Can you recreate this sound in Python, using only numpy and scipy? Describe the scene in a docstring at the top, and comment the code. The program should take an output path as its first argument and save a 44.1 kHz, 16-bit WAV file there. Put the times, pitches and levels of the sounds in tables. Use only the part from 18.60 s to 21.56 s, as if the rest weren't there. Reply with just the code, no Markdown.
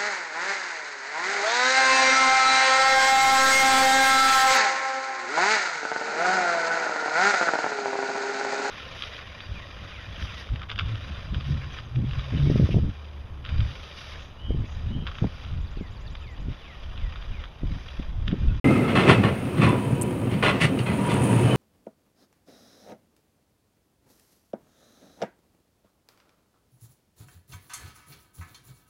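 """A backhoe loader shakes its bucket empty over a truck bed, then revs its diesel and lifts the arm.
Rough firings fill a rumbling body over faint site air; a growl sinks and the turbo whistle runs down.
From 0.27 s loose bucket pins rattle as dense knocks on ringing steel, and the truck bed thuds below.
A pump hums from about 1 s, and a few grains tick close by as short tones with noise snaps.
After 2.2 s the firings quicken, exhaust drones swell, and whistle and hum, both narrow noise, return."""
import sys
import numpy as np
from scipy import signal
from scipy.io import wavfile
from scipy.ndimage import uniform_filter1d

SR = 44100
rng = np.random.default_rng(int(sys.argv[2]) if len(sys.argv) > 2 else 0)


def master_out(mix):
    """Clip the mix to full scale and print it as 16-bit PCM to the path in sys.argv[1]."""
    frames = np.transpose(np.atleast_2d(mix))
    ceiling = np.clip(frames, -1, 1)
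    pcm = np.round(ceiling * 32767).astype(np.int16)
    wavfile.write(sys.argv[1], SR, pcm)


N = 130536

# engine layers: (t/s, rumble level/dB, clatter level/dB, hiss level/dB)
ENGINE_LEVELS = [(.05, -16.5, -29, -51.5), (.3, -24.5, -34, -57), (.53, -18, -25.5, -62),
                 (.68, -25, -37, -57), (.92, -27.5, -37.5, -55.5), (1.2, -25.5, -36.5, -53),
                 (1.61, -27, -41, -54.5), (1.8, -26.5, -38, -57), (1.96, -26, -31, -61),
                 (2.12, -24.5, -37, -55), (2.29, -30, -37.5, -49.5), (2.45, -23, -33, -48),
                 (2.66, -21, -32, -42.5), (2.96, -21, -30, -45)]
# engine speed before jitter: (t/s, firings per s)
FIRING_RATE = [(.05, 57), (2.2, 50), (2.96, 56)]
# relative spectra of the engine layers: (f/Hz, level/dB per Hz)
RUMBLE_SPECTRUM = [(15, -81), (50, -11), (118, -1), (205, -2), (525, -8.5), (700, -17.5), (1200, -37.5),
                   (2000, -69.5)]
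CLATTER_SPECTRUM = [(290, -22), (430, 1.5), (740, -4), (1560, -11.5), (2150, -12.5), (2600, -11),
                    (3300, -20), (3700, -22), (4400, -26.5), (7000, -36.5), (9100, -31), (15400, -100)]
HISS_SPECTRUM = [(3000, -45), (5000, -33), (6630, -1), (7500, -6), (8300, 3), (9300, 8.5), (10300, 1),
                 (11700, -12.5), (16000, -16)]
# booming panels and pipe: (f/Hz, mean level/dB above the broad spectrum)
BODY_MODES = [(105, 8.5), (130, 6.5), (165, 3), (205, 9), (270, 6.5), (362, 9), (445, 0.5)]
# wavering engine block resonances: (mean f/Hz, early level/dB, late level/dB), levels re clatter
BLOCK_MODES = [(1197, -26, -11.5), (1293, -6.5, -23), (2108, -6, -25), (2584, -12.5, -19.5),
               (3050, -40, -16)]
# growl that sinks as the load comes off: (t/s, f/Hz, level/dB)
GROWL_TRACK = [(.05, 284, -19), (.17, 266, -22.5), (.3, 221, -30), (.45, 225, -55)]
# turbo whistle: (t/s, f/Hz, level/dB)
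TURBO_TRACK = [(.05, 13000, -67), (.3, 10800, -68), (.75, 9400, -61), (1.1, 8100, -60), (1.3, 7900, -75),
               (2.4, 8100, -75), (2.54, 8550, -53), (2.66, 9250, -49), (2.75, 9550, -45), (2.82, 9600, -52),
               (2.96, 9100, -60)]
# steady site air, relative spectrum: (f/Hz, level/dB per Hz)
AIR_SPECTRUM = [(8000, -30), (11000, 0)]
# bucket shakes: (start t/s, rise/s, hold/s, fall/dB per s, rattle level/dB, thud level/dB,
# rattle tilt/dB per octave, main ring f/Hz, main boom f/Hz)
SHAKE_EVENTS = [(0.274, 0.0078, 0.029, 314, -30.5, -31, -2, 1290, 110),
                (0.351, 0.002, 0.052, 215, -21, -22.5, -3, 1283, 243),
                (0.45, 0.041, 0.02, 336, -12.5, -14, -3.5, 1080, 140),
                (0.628, 0.0098, 0.012, 257, -21, -18, -4.5, 1810, 178),
                (0.68, 0.004, 0.0059, 304, -28.5, -40, -3.5, 1070, 252),
                (0.963, 0.013, 0.019, 194, -33.5, -19, -2, 1490, 160),
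                (1.007, 0.011, 0.032, 172, -22, -14.5, -2, 1120, 113),
                (1.069, .004, 0.016, 198, -30, -28, -7.5, 1030, 300),
                (1.122, 0.006, 0.0043, 196, -23.5, -28, -9.5, 2830, 266),
                (1.295, 0.0063, 0.02, 244, -48, -21, -27, 1010, 129),
                (1.7, 0.015, 0.027, 253, -37.5, -23, 0, 2210, 180),
                (1.821, 0.0076, 0.067, 325, -19, -28.5, -2, 1445, 495),
                (1.993, 0.019, 0.04, 477, -22, -18.5, 1.5, 1980, 180),
                (2.188, 0.0016, 0.0026, 484, -33, -30, 4, 2770, 200.4),
                (2.257, 0.0059, 0.053, 162, -31.5, -24.5, -3.5, 2500, 185),
                (2.487, 0.013, 0.025, 215, -32.5, -30, 1.5, 1240, 360),
                (2.901, 0.036, .05, 100, -25, -27.5, -9.5, 1080, 378)]
# relative spectra of rattle and thud: (f/Hz, level/dB per Hz)
RATTLE_SPECTRUM = [(150, -27), (300, -6), (580, -6), (1100, -10.5), (1640, -11), (2570, -8.5),
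                   (3500, -15.5), (4500, -23.5), (7300, -32), (9170, -23), (11000, -37.5), (16000, -56)]
THUD_SPECTRUM = [(20, -46.5), (84, -5), (130, 0.5), (354, -14.5), (600, -26.5), (1200, -68)]
# ringing steel: (f/Hz, mean level/dB above the broad spectrum)
STEEL_MODES = [(1110, 8), (1285, 4), (1400, 9), (1795, 6.5), (2020, 10.5), (2210, 4), (2480, 4.5),
               (2650, 3.5), (2880, 7.5), (3050, 2), (3225, 6), (3500, 8.5), (4110, 10), (4500, 9.5)]
# hydraulic pump hum: (t/s, f/Hz, level/dB)
PUMP_TRACK = [(1.1, 1000, -30), (1.22, 973, -41.5), (2.1, 930, -57), (2.45, 958, -35.5), (2.75, 930, -32.5),
              (2.96, 940, -45)]
# grain ticks: (t/s, tone level/dB, tone f/Hz)
TICK_EVENTS = [(1.091, -29.5, 9500), (1.4133, -20.5, 7700), (1.4163, -25, 8300), (1.4202, -15, 8650),
               (1.430, -24.5, 11400), (1.508, -36, 9500), (2.541, -25, 8360)]
# exhaust drones under load: (t/s, f/Hz, level/dB)
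LOW_DRONE_TRACK = [(2.3, 99.4, -40), (2.5, 110, -35), (2.7, 118, -28), (2.96, 126.3, -19.5)]
HIGH_DRONE_TRACK = [(2.3, 189, -38), (2.5, 189.5, -38), (2.7, 210, -24), (2.96, 193, -46)]

FIRING_JITTER_RMS, FIRING_SPREAD_DB, FIRING_SHARE = .12, 9, .2
LUMPS_RMS_DB, HISS_FLUTTER_RMS_DB = 1.9, 1.86
KNOCK_DEPTH, KNOCK_DECAY_FIRINGS = .36, .33
BLOCK_WIDTH_HZ, BLOCK_WAVER_RMS, BLOCK_SWELL_RMS_DB = 98, .018, 3  # width per pass, two passes
GROWL_WIDTH_HZ, TURBO_WIDTH_HZ, PUMP_WIDTH_HZ, DRONE_WIDTH_HZ = 74, 140, 65, 9  # per pass, two passes
AIR_DB = -58.5
KNOCKS_PER_S, KNOCK_SPREAD_DB = 2200, 2.
STEEL_WIDTH_HZ, BODY_WIDTH_HZ, MODE_SPREAD_DB = 47, 21.2, 6.
MAIN_RING_WIDTH_HZ, MAIN_RING_DB = 47, 11
MAIN_BOOM_WIDTH_HZ, MAIN_BOOM_DB, THUD_LAG_S = 25, 8.5, .0095
TICK_WIDTH_HZ = 260
SNAP_DB, SNAP_HZ, SNAP_WIDTH_HZ, SNAP_DECAY_S = -4, 9100, 4000, .0035  # width per pass, three passes
START_S, CEILING, EDGE_HZ = .0435, .95, 15830


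def gain_of(db):
    """Decibels to amplitude gain."""
    return 10 ** (np.asarray(db) / 20)


def evened(x):
    """Scales to rms 1."""
    return x / np.sqrt(np.mean(x ** 2) + 1e-20)


def track(rows, col):
    """One column of a table as a curve over the samples."""
    return np.interp(np.arange(N) / SR, [r[0] for r in rows], [r[col] for r in rows])


def wander(size):
    """Slow random curve of rms 1: noise averaged twice over size samples."""
    return evened(uniform_filter1d(uniform_filter1d(rng.standard_normal(N), size), size))


def struck(modes, width_hz):
    """Modes as (Hz, width Hz, dB), each struck harder or softer at random."""
    luck = rng.uniform(-1, 1, len(modes))
    return [(hz, width_hz, db + MODE_SPREAD_DB * u) for (hz, db), u in zip(modes, luck)]


def colour(x, spectrum, modes=(), tilt_db=0.):
    """Minimum-phase filter: broad spectrum tilted about 1.5 kHz, modes standing out of it; rms 1."""
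    size = 8192
    f_hz, level_db = np.transpose(spectrum)
    hz = np.abs(np.fft.fftfreq(size, 1 / SR)) + 1
    broad_db = np.interp(np.log(hz), np.log(f_hz + 1), level_db)
    broad_db = broad_db + tilt_db * np.log2(np.clip(hz, 300, 6000) / 1500)
    peak_power = 1
    for mode_hz, width_hz, top_db in modes:
        peak_power = peak_power + gain_of(2 * top_db) / (1 + (2 * (hz - mode_hz) / width_hz) ** 2)
    log_gain = np.log(gain_of(np.maximum(broad_db, -100)) * np.sqrt(peak_power))
    # the Hilbert transform of the log gain gives the causal phase
    taps = np.fft.ifft(np.exp(np.conj(signal.hilbert(log_gain)))).real[:size // 2]
    return evened(signal.oaconvolve(x, taps)[:len(x)])


def resonate(x, hz, width_hz):
    """Resonance following the curve hz: shift to 0 Hz, one-pole low-pass, shift back."""
    turn = np.exp(2j * np.pi * np.cumsum(hz * np.ones(len(x))) / SR)
    r = np.exp(-np.pi * width_hz / SR)
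    return 2 * (turn * signal.lfilter([1 - r], [1, -r], x / turn)).real


def whine(rows, width_hz, steady=0.):
    """Narrow noise on a pitch and level curve; steady flattens its envelope; fades in before row 1."""
    hz = track(rows, col=1)
    tone = resonate(resonate(rng.standard_normal(N), hz, width_hz), hz, width_hz)
    envelope = np.abs(signal.hilbert(tone)) / np.std(tone)
    tone /= (envelope + .3) ** steady
    fade = np.clip((np.arange(N) / SR - rows[0][0]) / .1 + 1, 0, 1)
    return fade * gain_of(track(rows, col=2)) * evened(tone)


def body_rumble(turns, strength):
    """Uneven firings and exhaust noise boom in the body panels and pipe."""
    fires = strength * (np.diff(np.floor(turns), prepend=0) > 0)
    exhaust = rng.standard_normal(N) * gain_of(LUMPS_RMS_DB * wander(size=900))
    drive = FIRING_SHARE * evened(fires - fires.mean()) + (1 - FIRING_SHARE) * exhaust
    sway = np.pi * wander(size=6000)  # which panels boom most keeps shifting
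    rumble = 0
    for k in range(3):
        boom = colour(drive, RUMBLE_SPECTRUM, struck(BODY_MODES, BODY_WIDTH_HZ))
        rumble = rumble + (1 + np.cos(sway + k * 2 * np.pi / 3)) * boom
    return evened(rumble)


def block_clatter(turns, strength):
    """Each firing knocks the block with a noise burst and stirs its wavering resonances."""
    burst = 1 + KNOCK_DEPTH * strength * np.exp(-(turns % 1) / KNOCK_DECAY_FIRINGS)
    knocks = rng.standard_normal((2, N)) * burst
    late = np.clip(2 * np.arange(N) / SR - 1, 0, 1)  # early to late levels over 0.5-1 s
    clatter = colour(knocks[0], CLATTER_SPECTRUM)
    for hz, early_db, late_db in BLOCK_MODES:
        path_hz = hz * (1 + BLOCK_WAVER_RMS * wander(size=1500))
        band = resonate(knocks[1], path_hz, BLOCK_WIDTH_HZ)
        band = evened(resonate(band, path_hz, BLOCK_WIDTH_HZ))
        level_db = early_db + (late_db - early_db) * late
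        clatter = clatter + band * gain_of(level_db + BLOCK_SWELL_RMS_DB * wander(size=1500))
    return clatter


def intake_hiss():
    """The intake hisses: fluttering noise in a high band."""
    flutter = gain_of(HISS_FLUTTER_RMS_DB * wander(size=300))
    return colour(rng.standard_normal(N) * flutter, HISS_SPECTRUM)


def engine():
    """Jittered firings of uneven strength drive rumble and clatter; hiss joins them."""
    rate = track(FIRING_RATE, col=1) * (1 + FIRING_JITTER_RMS * wander(size=500))
    turns = np.cumsum(rate) / SR  # firings so far
    strengths = gain_of(FIRING_SPREAD_DB * rng.uniform(-1, 1, 400))
    strength = strengths[turns.astype(int) % 400]
    layers = body_rumble(turns, strength), block_clatter(turns, strength), intake_hiss()
    return sum(gain_of(track(ENGINE_LEVELS, col=k + 1)) * x for k, x in enumerate(layers))


def site_air():
    """Steady faint noise, weighted to the treble."""
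    return gain_of(AIR_DB) * colour(rng.standard_normal(N), AIR_SPECTRUM)


def growl():
    """Low narrow noise, slightly steadied, that sinks and fades."""
    return whine(GROWL_TRACK, GROWL_WIDTH_HZ, steady=.17)


def turbo_whistle():
    """High narrow noise whose pitch runs down, then spools up."""
    return whine(TURBO_TRACK, TURBO_WIDTH_HZ)


def shake(start, rise, hold, fall_db, rattle_db, thud_db, tilt_db, main_hz, boom_hz):
    """Dense knocks of loose pins ring the steel, one part most; the truck bed thuds below."""
    size = 16000
    t = np.arange(size) / SR
    fall = gain_of(-fall_db * np.maximum(t - rise - hold, 0))
    shape = np.clip(t / max(rise, 1e-3), 0, 1) ** 2 * fall
    knocks = (rng.random(size) < KNOCKS_PER_S / SR) * rng.choice([-1., 1.], size)
    knocks *= gain_of(KNOCK_SPREAD_DB * np.minimum(rng.exponential(1, size), 3))
    rings = struck(STEEL_MODES, STEEL_WIDTH_HZ) + [(main_hz, MAIN_RING_WIDTH_HZ, MAIN_RING_DB)]
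    rattle = colour(knocks, RATTLE_SPECTRUM, rings, tilt_db)
    late_shape = np.interp(t - THUD_LAG_S, t, shape, left=0)
    booms = struck(BODY_MODES, BODY_WIDTH_HZ) + [(boom_hz, MAIN_BOOM_WIDTH_HZ, MAIN_BOOM_DB)]
    thud = colour(rng.standard_normal(size), THUD_SPECTRUM, booms)
    return start, gain_of(rattle_db) * shape * rattle + gain_of(thud_db) * late_shape * thud


def pump_hum():
    """Narrow noise near 950 Hz from the hydraulic pump."""
    return whine(PUMP_TRACK, PUMP_WIDTH_HZ)


def tick(start, db, hz):
    """A grain: decaying high tone plus a short bright noise snap."""
    t = np.arange(600) / SR
    snap = rng.standard_normal(600) * np.exp(-t / SNAP_DECAY_S)
    for _ in range(3):
        snap = resonate(snap, SNAP_HZ, SNAP_WIDTH_HZ)
    attack = np.minimum(t / .0005, 1)
    tone = np.sin(2 * np.pi * hz * t) * np.exp(-np.pi * TICK_WIDTH_HZ * t) * attack
    return start, gain_of(db) * (tone + gain_of(SNAP_DB) * snap)


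def exhaust_drones():
    """Two very narrow noise tones under load, the low one steadier."""
    low = whine(LOW_DRONE_TRACK, DRONE_WIDTH_HZ, steady=1.)
    return low + whine(HIGH_DRONE_TRACK, DRONE_WIDTH_HZ, steady=.53)


def add(mix, start_s, sound):
    """Mixes a sound in at start_s, cut at the end of the mix."""
    part = mix[round(start_s * SR):][:len(sound)]
    part += sound[:len(part)]


def scene():
    """Sums continuous layers, then adds shakes and ticks."""
    mix = engine() + site_air() + growl() + turbo_whistle() + pump_hum() + exhaust_drones()
    for row in SHAKE_EVENTS:
        add(mix, *shake(*row))
    for row in TICK_EVENTS:
        add(mix, *tick(*row))
    return mix[None]


def record(dry):
    """Short silence at the start, soft rounding of the loudest peaks, then a low-pass."""
    gated = dry * np.clip((np.arange(N) / SR - START_S) / .0003, 0, 1)
    rounded = gated / (1 + (np.abs(gated) / CEILING) ** 4) ** .25
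    low_pass = signal.firwin(511, EDGE_HZ, window=("kaiser", 9), fs=SR)
    return signal.oaconvolve(rounded, low_pass[None], "same")


dry = scene()
out = record(dry)
master_out(out)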